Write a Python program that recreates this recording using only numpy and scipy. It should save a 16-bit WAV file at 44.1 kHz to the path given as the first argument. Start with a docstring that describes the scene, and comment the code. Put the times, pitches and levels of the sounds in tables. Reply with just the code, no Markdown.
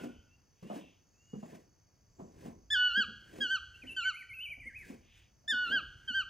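"""Grassy ground under trees: a toucan yelps from a bare treetop while a songbird warbles nearby.
Both are gliding sines with partials, and the trees scatter them into a short noise tail. Close by, slow feet
thud as noise through soil resonances and brush through grass as swelling, grainy hiss. Insects whine as
throbbing noise bands, far birds whistle and chatter, and wind rumbles under a soft country hush."""
import sys
import numpy as np
from scipy import signal
from scipy.fft import rfft, irfft
from scipy.io import wavfile
from scipy.ndimage import uniform_filter1d

SR = 44100
rng = np.random.default_rng(int(sys.argv[2]) if len(sys.argv) > 2 else 0)


def materialize(psi):
    """Save the field psi as 16-bit PCM at rate SR to the path in sys.argv[1].

    A 1-D psi becomes a single channel; in a 2-D psi each row is a channel.
    """
    bounded = np.clip(np.atleast_2d(psi).T, -1, 1)
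    quanta = np.round(bounded * 32767).astype(np.int16)
    wavfile.write(sys.argv[1], SR, quanta)


N = 277389
T = np.arange(N) / SR  # s
HZ = np.fft.rfftfreq(N, 1 / SR)
TOP_HZ = 15750  # the recorder cuts steeply above this
TREES_T60_S, TREES_TOP_T60_S, EARLY_T60_S = 0.78, 0.74, 0.32  # far wood, its treble, near branches
SIDES = np.array([[1], [-1]])  # opposite sign at the left and right port

# How birds, insects and grass hiss meet the two microphone ports.
# Each row: frequency in Hz, phase in radians by which the left port leads.
BRIGHT_PORTS = [(0, -0.009), (1700, -0.376), (3200, 0.787), (5100, 0.27), (5860, -1.8), (6600, -0.15),
                (16000, 0.063)]


def undb(db):
    """Gain of a level in dB."""
    return 10 ** (np.asarray(db) / 20)


def level(x, db):
    """Set the rms level in dB."""
    return x * undb(db) / np.sqrt(np.mean(x ** 2))


def hiss(points):
    """Noise of rms 1 with the colour of (Hz, dB) points."""
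    hz, db = np.transpose(points)
    gain = undb(np.interp(np.log(HZ + 1), np.log(hz), db, left=-80))
    return level(irfft(rfft(rng.standard_normal(N)) * gain, N), 0)


def band(hz, width_hz):
    """Noise of rms 1 in a steep bell around hz."""
    bell = np.exp(-2 * ((HZ - hz) / width_hz) ** 2)
    return level(irfft(rfft(rng.standard_normal(N)) * bell, N), 0)


def walk(rate):
    """Random values held 1 / rate s and slewed twice; spread near 1."""
    k = int(SR / rate)
    steps = np.repeat(rng.standard_normal(N // k + 1), k)
    return 1.3 * uniform_filter1d(uniform_filter1d(steps, k), k)[:N]


def ports(x, lead, pan_db=0.):
    """One sound at both ports, each half the phase lead away from the middle."""
    turn = np.exp(.5j * np.interp(HZ, *np.transpose(lead)))
    left = undb(pan_db / 2) * irfft(rfft(x) * turn, N)
    right = undb(-pan_db / 2) * irfft(rfft(x) / turn, N)
    return np.array([left, right])


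def sing(notes, partials, smooth_s, husk=0., waver_db=0.):
    """Sines on a gliding pitch; partials(columns) gives (multiple, dB) pairs; muscles round every corner."""
    out, size = np.zeros(N), int(smooth_s * SR)
    for note in notes:
        s, *columns = np.transpose(note)
        at = slice(int(s[0] * SR), int(s[-1] * SR))
        t = T[at]
        columns = [uniform_filter1d(uniform_filter1d(np.interp(t, s, c), size), size) for c in columns]
        hz = columns[0]
        phase = 2 * np.pi * np.cumsum(hz) / SR
        edge = np.clip(np.minimum(t - t[0], t[-1] - t) / .006, 0, 1)
        for k, db in partials(*columns):
            # the higher the partial, the more an unsteady membrane breaks it up
            share = np.clip(husk * (k - 2), 0, 1)
            flutter = 1 - share + share * walk(700)[at]
            db = db + waver_db * np.sqrt(k) * walk(45)[at]
            sine = np.sqrt(2) * np.sin(k * phase + rng.uniform(0, 2 * np.pi))  # rms 1
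            out[at] += edge * flutter * undb(db) * sine * (k * hz < TOP_HZ)
    return out


def ring(push, modes):
    """A push through (Hz, width Hz, dB) resonances, each passed twice for steep skirts; peak 1."""
    out = 0
    for hz, width_hz, db in modes:
        b, a = signal.iirpeak(hz, hz / width_hz, fs=SR)
        twice = signal.lfilter(b, a, signal.lfilter(b, a, push))
        out = out + undb(db) * twice / np.sqrt(width_hz)
    return out / np.abs(out).max()


def trees(x, far_db, near_db):
    """Scatter: near branches answer briefly, the far wood for longer, its treble dying a little sooner."""
    t = T[:SR + SR // 2]
    low, high, near = rng.standard_normal((3, len(t)))
    split = signal.butter(2, 4200, fs=SR, output="sos")
    far = signal.sosfilt(split, low) * undb(-60 * t / TREES_T60_S)
    far += (high - signal.sosfilt(split, high)) * undb(-60 * t / TREES_TOP_T60_S)
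    near = near * undb(-60 * t / EARLY_T60_S)
    tail = undb(far_db) * far / np.sqrt(np.sum(far ** 2))
    tail += undb(near_db) * near / np.sqrt(np.sum(near ** 2))
    return signal.fftconvolve(x, tail * np.clip(t / 0.0024, 0, 1))[:N]


def air():
    """Distant country hush, partly unlike at the two ports, and gusts that rumble below it."""
    # Colour of the hush. Each row: frequency in Hz, relative level in dB.
    hush_colour = [(30, -32.5), (60, -17.5), (90, -2.5), (180, -10), (400, -17), (1000, -24), (2500, -29),
                   (3800, -37), (7200, -41), (11000, -42), (15700, -39)]
    # Strength of the wind. Each row: time in seconds, rumble level in dB before its quick wavering.
    wind_course = [(0, -64.5), (.6, -74.5), (1.2, -72.5), (1.5, -72), (1.9, -72.5), (2.4, -63), (3.9, -63),
                   (4.2, -72.5), (4.6, -61.5), (5.1, -64), (5.4, -73), (5.7, -59), (6.29, -61)]
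    hush_offset_db = walk(0.13)  # one random overall level of the hush
    hush = undb(-74 + hush_offset_db) * (hiss(hush_colour) + undb(-5.5) * SIDES * hiss(hush_colour))
    gust = undb(np.interp(T, *np.transpose(wind_course)) + 2 * walk(24))
    return hush + gust * (band(70, 90) + undb(-16.5) * SIDES * band(70, 60))


def insects():
    """Many wings on a few notes, each group throbbing loosely."""
    # The groups of the chorus. Each row: centre in Hz, width in Hz, level in dB before wavering and throb,
    # mean throb rate in Hz, throb depth from 0 to 1.
    groups = [(4660, 420, -86.5, 35.7, .4), (5010, 320, -87, 97, .25), (6060, 720, -78.5, 55, .25),
              (6670, 130, -89, 29, .15)]
    out = np.zeros(N)
    for hz, width_hz, db, rate_hz, depth in groups:
        loose_rate = rate_hz * (1 + 0.039 * walk(3.6))
        throb = 1 + depth * np.sin(2 * np.pi * np.cumsum(loose_rate) / SR)
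        out += undb(db + walk(15)) * band(hz, width_hz) * throb
    return out


def last_yelp():
    """What still rings in the trees of a yelp just gone: noise bands that decay from the start."""
    # Each row: centre in Hz, width in Hz, level in dB at the start.
    ringing = [(1454.7, 120, -60), (2810, 930, -60)]
    return sum(band(hz, width_hz) * undb(db - 60 * T / TREES_T60_S) for hz, width_hz, db in ringing)


def thuds():
    """Weight lands over some milliseconds and soil settles slowly; both ring the ground note and a dry knock."""
    # Heel blows. Each row: start in seconds, ground note peak in dB, ground note in Hz,
    # knock in dB relative to the note.
    blows = [(0.036, -33, 257, -9), (0.628, -40.5, 200.6, -26), (0.7, -36, 223, 3),
             (0.762, -38.5, 269, -13.5), (1.333, -30.5, 203, -21.5), (1.428, -38, 204, -4),
             (1.529, -44, 241, -5.5), (2.195, -38, 198, -6.5), (2.456, -40, 236.4, -6),
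             (2.973, -36.5, 210, -23.5), (3.081, -45.5, 206.3, -18.5), (3.333, -46, 311, -27.5),
             (3.384, -38.5, 250, -10.5), (3.835, -45.5, 268, -13.5), (4.495, -63.5, 170, 2.5),
             (4.573, -57, 262.4, -3), (4.655, -51, 233, -21), (4.898, -38.5, 234, -13),
             (5.44, -67.5, 198.7, 4.5), (5.523, -43, 252, -15.5), (5.704, -48.5, 222.6, -0.5),
             (5.735, -42, 259, -1), (6.098, -44.5, 242, -26)]
    # Soil resonances. Each row: multiple of the ground note, width in Hz, drive in dB.
    note_modes = [(.55, 60, -17.5), (1, 78.8, 7.5), (2.05, 139, -2)]
    # The dry knock. Each row: frequency in Hz, width in Hz, drive in dB.
    knock_modes = [(658, 230, 18.5), (940, 470, -14.5), (1800, 3000, -21)]
    land_s, blow_t60_s, settle_t60_s, settle_db = .006, 0.16, 0.48, -11
    out, t = np.zeros(N + SR), T[:SR // 2]
    blow = undb(-60 * t / blow_t60_s)
    settling = undb(settle_db - 60 * t / settle_t60_s)
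    weight = np.clip(t / land_s, 0, 1) * (blow + settling)
    for s, db, hz, knock_db in blows:
        push = rng.standard_normal(len(t)) * weight
        push[:40] += 0.99 * np.hanning(40)  # the first touch
        note = ring(push, [(k * hz, width_hz, gain_db) for k, width_hz, gain_db in note_modes])
        first = int(s * SR)
        out[first:first + len(t)] += undb(db) * (note + undb(knock_db) * ring(push, knock_modes))
    return out[:N]


def swishes():
    """Blades rustle as uneven grains; the sole scuffs the soil more abruptly and the soil rumbles on."""
    # A foot dragged through grass. Each row: loudest moment in seconds, time constant of the blades' rise
    # in seconds, blade hiss in dB, sole scuff in dB, both before the grain.
    drags = [(0.042, 0.073, -59, -45), (.627, 0.0019, -72, -49), (0.762, 0.057, -58.5, -48),
             (1.558, 0.13, -64, -54), (2.202, 0.016, -76, -49), (2.46, .059, -61, -45.5),
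             (3.389, 0.089, -60.5, -49), (3.92, 0.13, -66, -60.5), (4.905, 0.068, -59, -53.5),
             (5.18, 0.033, -70.5, -92), (5.729, 0.076, -61.5, -49), (6.2, 0.3, -72, -68)]
    # Colours of blades and sole. Each row: frequency in Hz, relative level in dB.
    grass_colour = [(500, -26), (900, -25.5), (1600, 12.5), (2600, 8), (4000, 0.5), (6000, 3), (12000, -7),
                    (15000, -7.5), (15700, -9)]
    scuff_colour = [(90, -16.5), (170, 3.5), (250, -1.5), (350, 0.5), (600, -9.5), (1000, -12.5),
                    (1600, -51)]
    fall_s = 0.041  # time constant of the blades' fall

    def swell(s, rise, fall):
        return np.exp(-np.abs(T - s) / np.where(T < s, rise, fall))

    blades = sum(undb(db) * swell(s, rise, fall_s) for s, rise, db, _ in drags)
    sole = sum(undb(db) * swell(s, 0.62 * rise, 1.42 * fall_s) for s, rise, _, db in drags)
    blade_grain, sole_grain = undb(1.5 * walk(150)), undb(2 * walk(70))
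    return blades * hiss(grass_colour) * blade_grain, sole * hiss(scuff_colour) * sole_grain


def whistles():
    """Thin far notes: the pitch bends through its crest, the level swells and fades."""
    # Each row: start in seconds, length in seconds, first pitch in Hz, pitch halfway in Hz, last pitch in Hz,
    # loudest level in dB before wavering, share of the length from 0 to 1 at which it is loudest.
    arches = [(.11, .12, 2910, 3008, 3140, -70, 0.7), (.28, .09, 2610, 2695, 2862, -72, .8),
              (0.622, .11, 2600, 2820, 3100, -68.5, .6), (0.771, 0.127, 2620, 2670, 2740, -67, 0.64),
              (1.141, .335, 2550, 2884, 2623, -73, 0.44), (1.377, 0.11, 6820, 7100, 7380, -77, .6),
              (3.957, 0.13, 7130, 7240, 6790, -60, 0.4)]
    fade_db = -10  # level of both ends under the loudest point
    u = np.linspace(0, 1, 11)
    arch = 4 * u * (1 - u)
    notes = []
    for s, length, first, crest, last, db, loudest in arches:
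        hz = first + (last - first) * u + (crest - (first + last) / 2) * arch
        fade = np.interp(u, [0, loudest, 1], [1, 0, 1]) ** 2
        notes.append(np.transpose([s + u * length, hz, db + fade_db * fade]))
    return sing(notes, lambda hz, db: [(1, db)], .012, waver_db=2.5)


def far_chatter():
    """Far chatter too blurred for single notes: noise bands that swell and fade as bells."""
    # Each row: loudest moment in seconds, half length in seconds, centre in Hz, width in Hz, peak level in dB.
    bursts = [(0.801, 0.11, 2920, 1150, -66), (1.302, 0.13, 6660, 800, -75),
              (2.22, 0.065, 7190, 800, -79.5), (5.156, 0.082, 2817, 1380, -66.5)]
    return sum(band(hz, width_hz) * undb(db) * np.exp(-.5 * ((T - s) / half_s) ** 2)
               for s, half_s, hz, width_hz, db in bursts)


def yelp(start, top_hz, top_s, slide_s, held_hz, held_s, sag_s, dip_hz, climb_s, crest_hz, close_s,
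         top_db, held_db, crest_db, second_db, third_db, upper_db):
    """Scoop to the top, slide to a held note, sag into a dip, climb to a crest and fall away."""
    # The close of every yelp. Each row: seconds before the end, pitch in Hz, level in dB relative to the crest,
    # second and third partials in dB relative to the first, the third before the yelp's own offset.
    closing = [(.05, 1545, 1, -6, -23.5), (.03, 1455, -5.5, -1, -6), (.015, 1260, -15.5, -7.5, -14.5),
               (0, 1115, -30, -5, -19.5)]
    scoop, scoop_s, scoop_db = 0.95, 0.013, -6.5  # starts flat and soft; the scoop time is the longest allowed
    # second and third partials in dB relative to the first, the third before the yelp's own offset
    top_mix, dip_mix, crest_mix = (4, -12.5), (-0.5, -6.5), (-7.5, -24)
    held_third_db = -19.5
    second_swell_db_per_s = 59  # the second partial grows while a note is held
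    # dip under the crest; how long the dip, the swell out of it and the crest last
    dip_db, dip_s, swell_s, crest_s = -14, 0.013, 0.0233, .016

    held = start + top_s + slide_s
    dip = held + held_s + sag_s
    crest, end = dip + climb_s, dip + climb_s + close_s
    early_second_db = second_db - second_swell_db_per_s * held_s
    crest_end = min(crest + crest_s, end - closing[0][0])

    def climb(s):
        return dip + min(s, climb_s), dip_hz + (crest_hz - dip_hz) * min(s / climb_s, 1)

    # each row: time, pitch, level, second partial, third partial
    rows = [(start, scoop * top_hz, top_db + scoop_db, *top_mix),
            (start + min(scoop_s, top_s / 2), top_hz, top_db + scoop_db, *top_mix),
            (start + top_s, top_hz, top_db, *top_mix),
            (held, held_hz, held_db, early_second_db, held_third_db),
            (held + held_s, held_hz, held_db, second_db, held_third_db),
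            (dip, dip_hz, crest_db + dip_db, *dip_mix),
            (*climb(dip_s), crest_db + dip_db, *dip_mix),
            (*climb(dip_s + swell_s), crest_db, *crest_mix),
            (crest, crest_hz, crest_db, *crest_mix),
            (crest_end, crest_hz, crest_db, *crest_mix)]
    rows += [(end - s, hz, crest_db + db, second, third) for s, hz, db, second, third in closing]
    # the yelp's own third and higher partials apply once the top is past
    return [(*row[:-1], row[-1] + third_db * (row[0] >= held), upper_db * (row[0] >= held)) for row in rows]


def toucan():
    """A hard, clean voice whose upper partials light up at the high start of a yelp."""
    # Each row: start in seconds, top pitch in Hz, top length in seconds, slide in seconds, held pitch in Hz,
    # hold in seconds, sag in seconds, dip pitch in Hz, climb in seconds, crest pitch in Hz,
    # crest to end in seconds, top, held and crest levels in dB, second partial in dB relative to the first
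    # at the end of the hold, offsets in dB after the top for the third partial and for the higher ones.
    yelp_rows = [(2.702, 1757, 0.033, 0.029, 1479, .11, 0.052, 1372, 0.054, 1636, 0.076, -32.5, -30.5, -28, 1.5, .5, -5.5),
                 (3.404, 1655, 0.014, .04, 1495, 0.0038, 0.018, 1409, 0.035, 1558, 0.076, -35, -36, -30.5, -0.5, -0.5, 3.5),
                 (3.962, 1562, 0.0074, .02, 1502, 0.0022, .034, 1336, .032, 1522, 0.073, -40.5, -35, -31.5, -2, -1, 3),
                 (5.477, 1797, 0.031, 0.032, 1474, .1, .048, 1336, .045, 1625, 0.082, -33, -32, -29.5, -7.5, -4.5, -6.5),
                 (6.075, 1602, 0.0039, 0.013, 1546, 0.0024, 0.031, 1410, 0.025, 1571, .091, -44.5, -39.5, -31, 5, -3, 0.5)]
    # the fourth partial lies this far under the third at 1500 Hz, less when the pitch is pushed up
    upper_start_db, upper_db_per_khz = -10.5, 42
    step_db = -7  # each partial beyond the fourth

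    def partials(hz, db, second, third, upper):
        under_third = np.minimum(upper_start_db + upper_db_per_khz * (hz - 1500) / 1000, 0)
        fourth = db + third + upper + under_third
        lower = [(1, db), (2, db + second), (3, db + third)]
        return lower + [(k, fourth + step_db * (k - 4)) for k in range(4, 9)]

    return sing([yelp(*row) for row in yelp_rows], partials, .007, husk=.12, waver_db=.7)


def songbird():
    """A fluid whistle with faint, husky overtones; it lingers where a glide turns."""
    # One list a syllable, the turning points of its glide.
    # Each row: time in seconds, pitch in Hz, level in dB before wavering.
    syllables = [
        [(3.735, 2746, -71), (3.75, 2680, -50), (3.774, 2940, -56)],
        [(3.815, 2600, -67), (3.828, 2455, -50), (3.853, 1793, -67), (3.878, 3041, -48.5), (3.903, 2645, -44),
         (3.926, 2704, -44.5), (3.94, 2900, -52)],
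        [(4.0, 3861, -57), (4.016, 3050, -47), (4.042, 2291, -47), (4.078, 2080, -56.5)],
        [(4.125, 2170, -57), (4.149, 2120, -48), (4.18, 2570, -48), (4.215, 2285, -45), (4.235, 1769, -60)],
        [(4.29, 2350, -49.5), (4.323, 2108, -49), (4.348, 2696, -44), (4.383, 2530, -48.5), (4.435, 3090, -42),
         (4.476, 2285, -44.5), (4.503, 2510, -50), (4.527, 2290, -41.5), (4.545, 1883, -63)],
        [(4.6, 2435, -46.5), (4.645, 1930, -54.5), (4.676, 2179, -44.5), (4.72, 1540, -69), (4.77, 2564, -45),
         (4.795, 2322, -46), (4.864, 1525, -66)],
    ]
    # Overtones. Each row: multiple of the pitch, level in dB relative to it at the throat resonance.
    overtones = [(3, -32), (4, -28), (5, -27), (6, -36)]
    throat_hz, throat_db_per_khz = 10400, -3.0  # overtones weaken away from this resonance
    glide_ease = 0.65  # share of a glide that slows into each turning point, 0-1

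    def partials(hz, db):
        return [(1, db)] + [(k, db + rel + throat_db_per_khz * np.abs(k * hz - throat_hz) / 1000)
                            for k, rel in overtones]

    notes = []
    for turns in syllables:
        s, hz, db = np.transpose(turns)
        points = range(len(s))
        u = np.arange(0, len(s) - .99, 1 / 8)
        eased = u - glide_ease * np.sin(2 * np.pi * u) / (2 * np.pi)
        notes.append(np.transpose([np.interp(u, points, s), np.interp(eased, points, hz),
                                   np.interp(u, points, db)]))
    return sing(notes, partials, .005, husk=.5, waver_db=2)


def birds():
    """All voices from the treetops with their scatter."""
    small = songbird() + whistles()
    big = toucan()
    blurred = last_yelp() + far_chatter()
    big_voice = ports(big + trees(big, far_db=-14, near_db=-13), BRIGHT_PORTS, pan_db=-.8)
    # the small birds sit deep in the leaves: strong near scatter, and about the toucan's share of the far wood
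    small_voices = ports(small + trees(small, far_db=-13, near_db=-6) + blurred, BRIGHT_PORTS)
    return big_voice + small_voices


def scene():
    """Treetops, ground and air together."""
    # How thuds and scuffs from the ground meet the two ports.
    # Each row: frequency in Hz, phase in radians by which the left port leads.
    ground_ports = [(0, 1), (130, -0.5), (300, -0.8456), (600, -1.63), (900, -2.5), (1200, 0), (1550, -2.2),
                    (3400, -6), (6600, -20.5), (16000, -8.5)]
    blades, sole = swishes()
    feet = thuds() + sole
    # a second, later path off the ground reaches the ports with opposite sign
    spread = undb(-20) * np.roll(feet, int(.017 * SR)) * SIDES
    bright = ports(insects() + blades, BRIGHT_PORTS)
    return birds() + bright + ports(feet, ground_ports) + spread + air()


def record(dry):
    """The recorder thins the deepest bass and cuts the top steeply."""
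    dry = signal.sosfilt(signal.butter(3, 36, "high", fs=SR, output="sos"), dry)
    return signal.sosfilt(signal.ellip(10, .2, 70, TOP_HZ, fs=SR, output="sos"), dry)


dry = scene()
out = record(dry)
materialize(out)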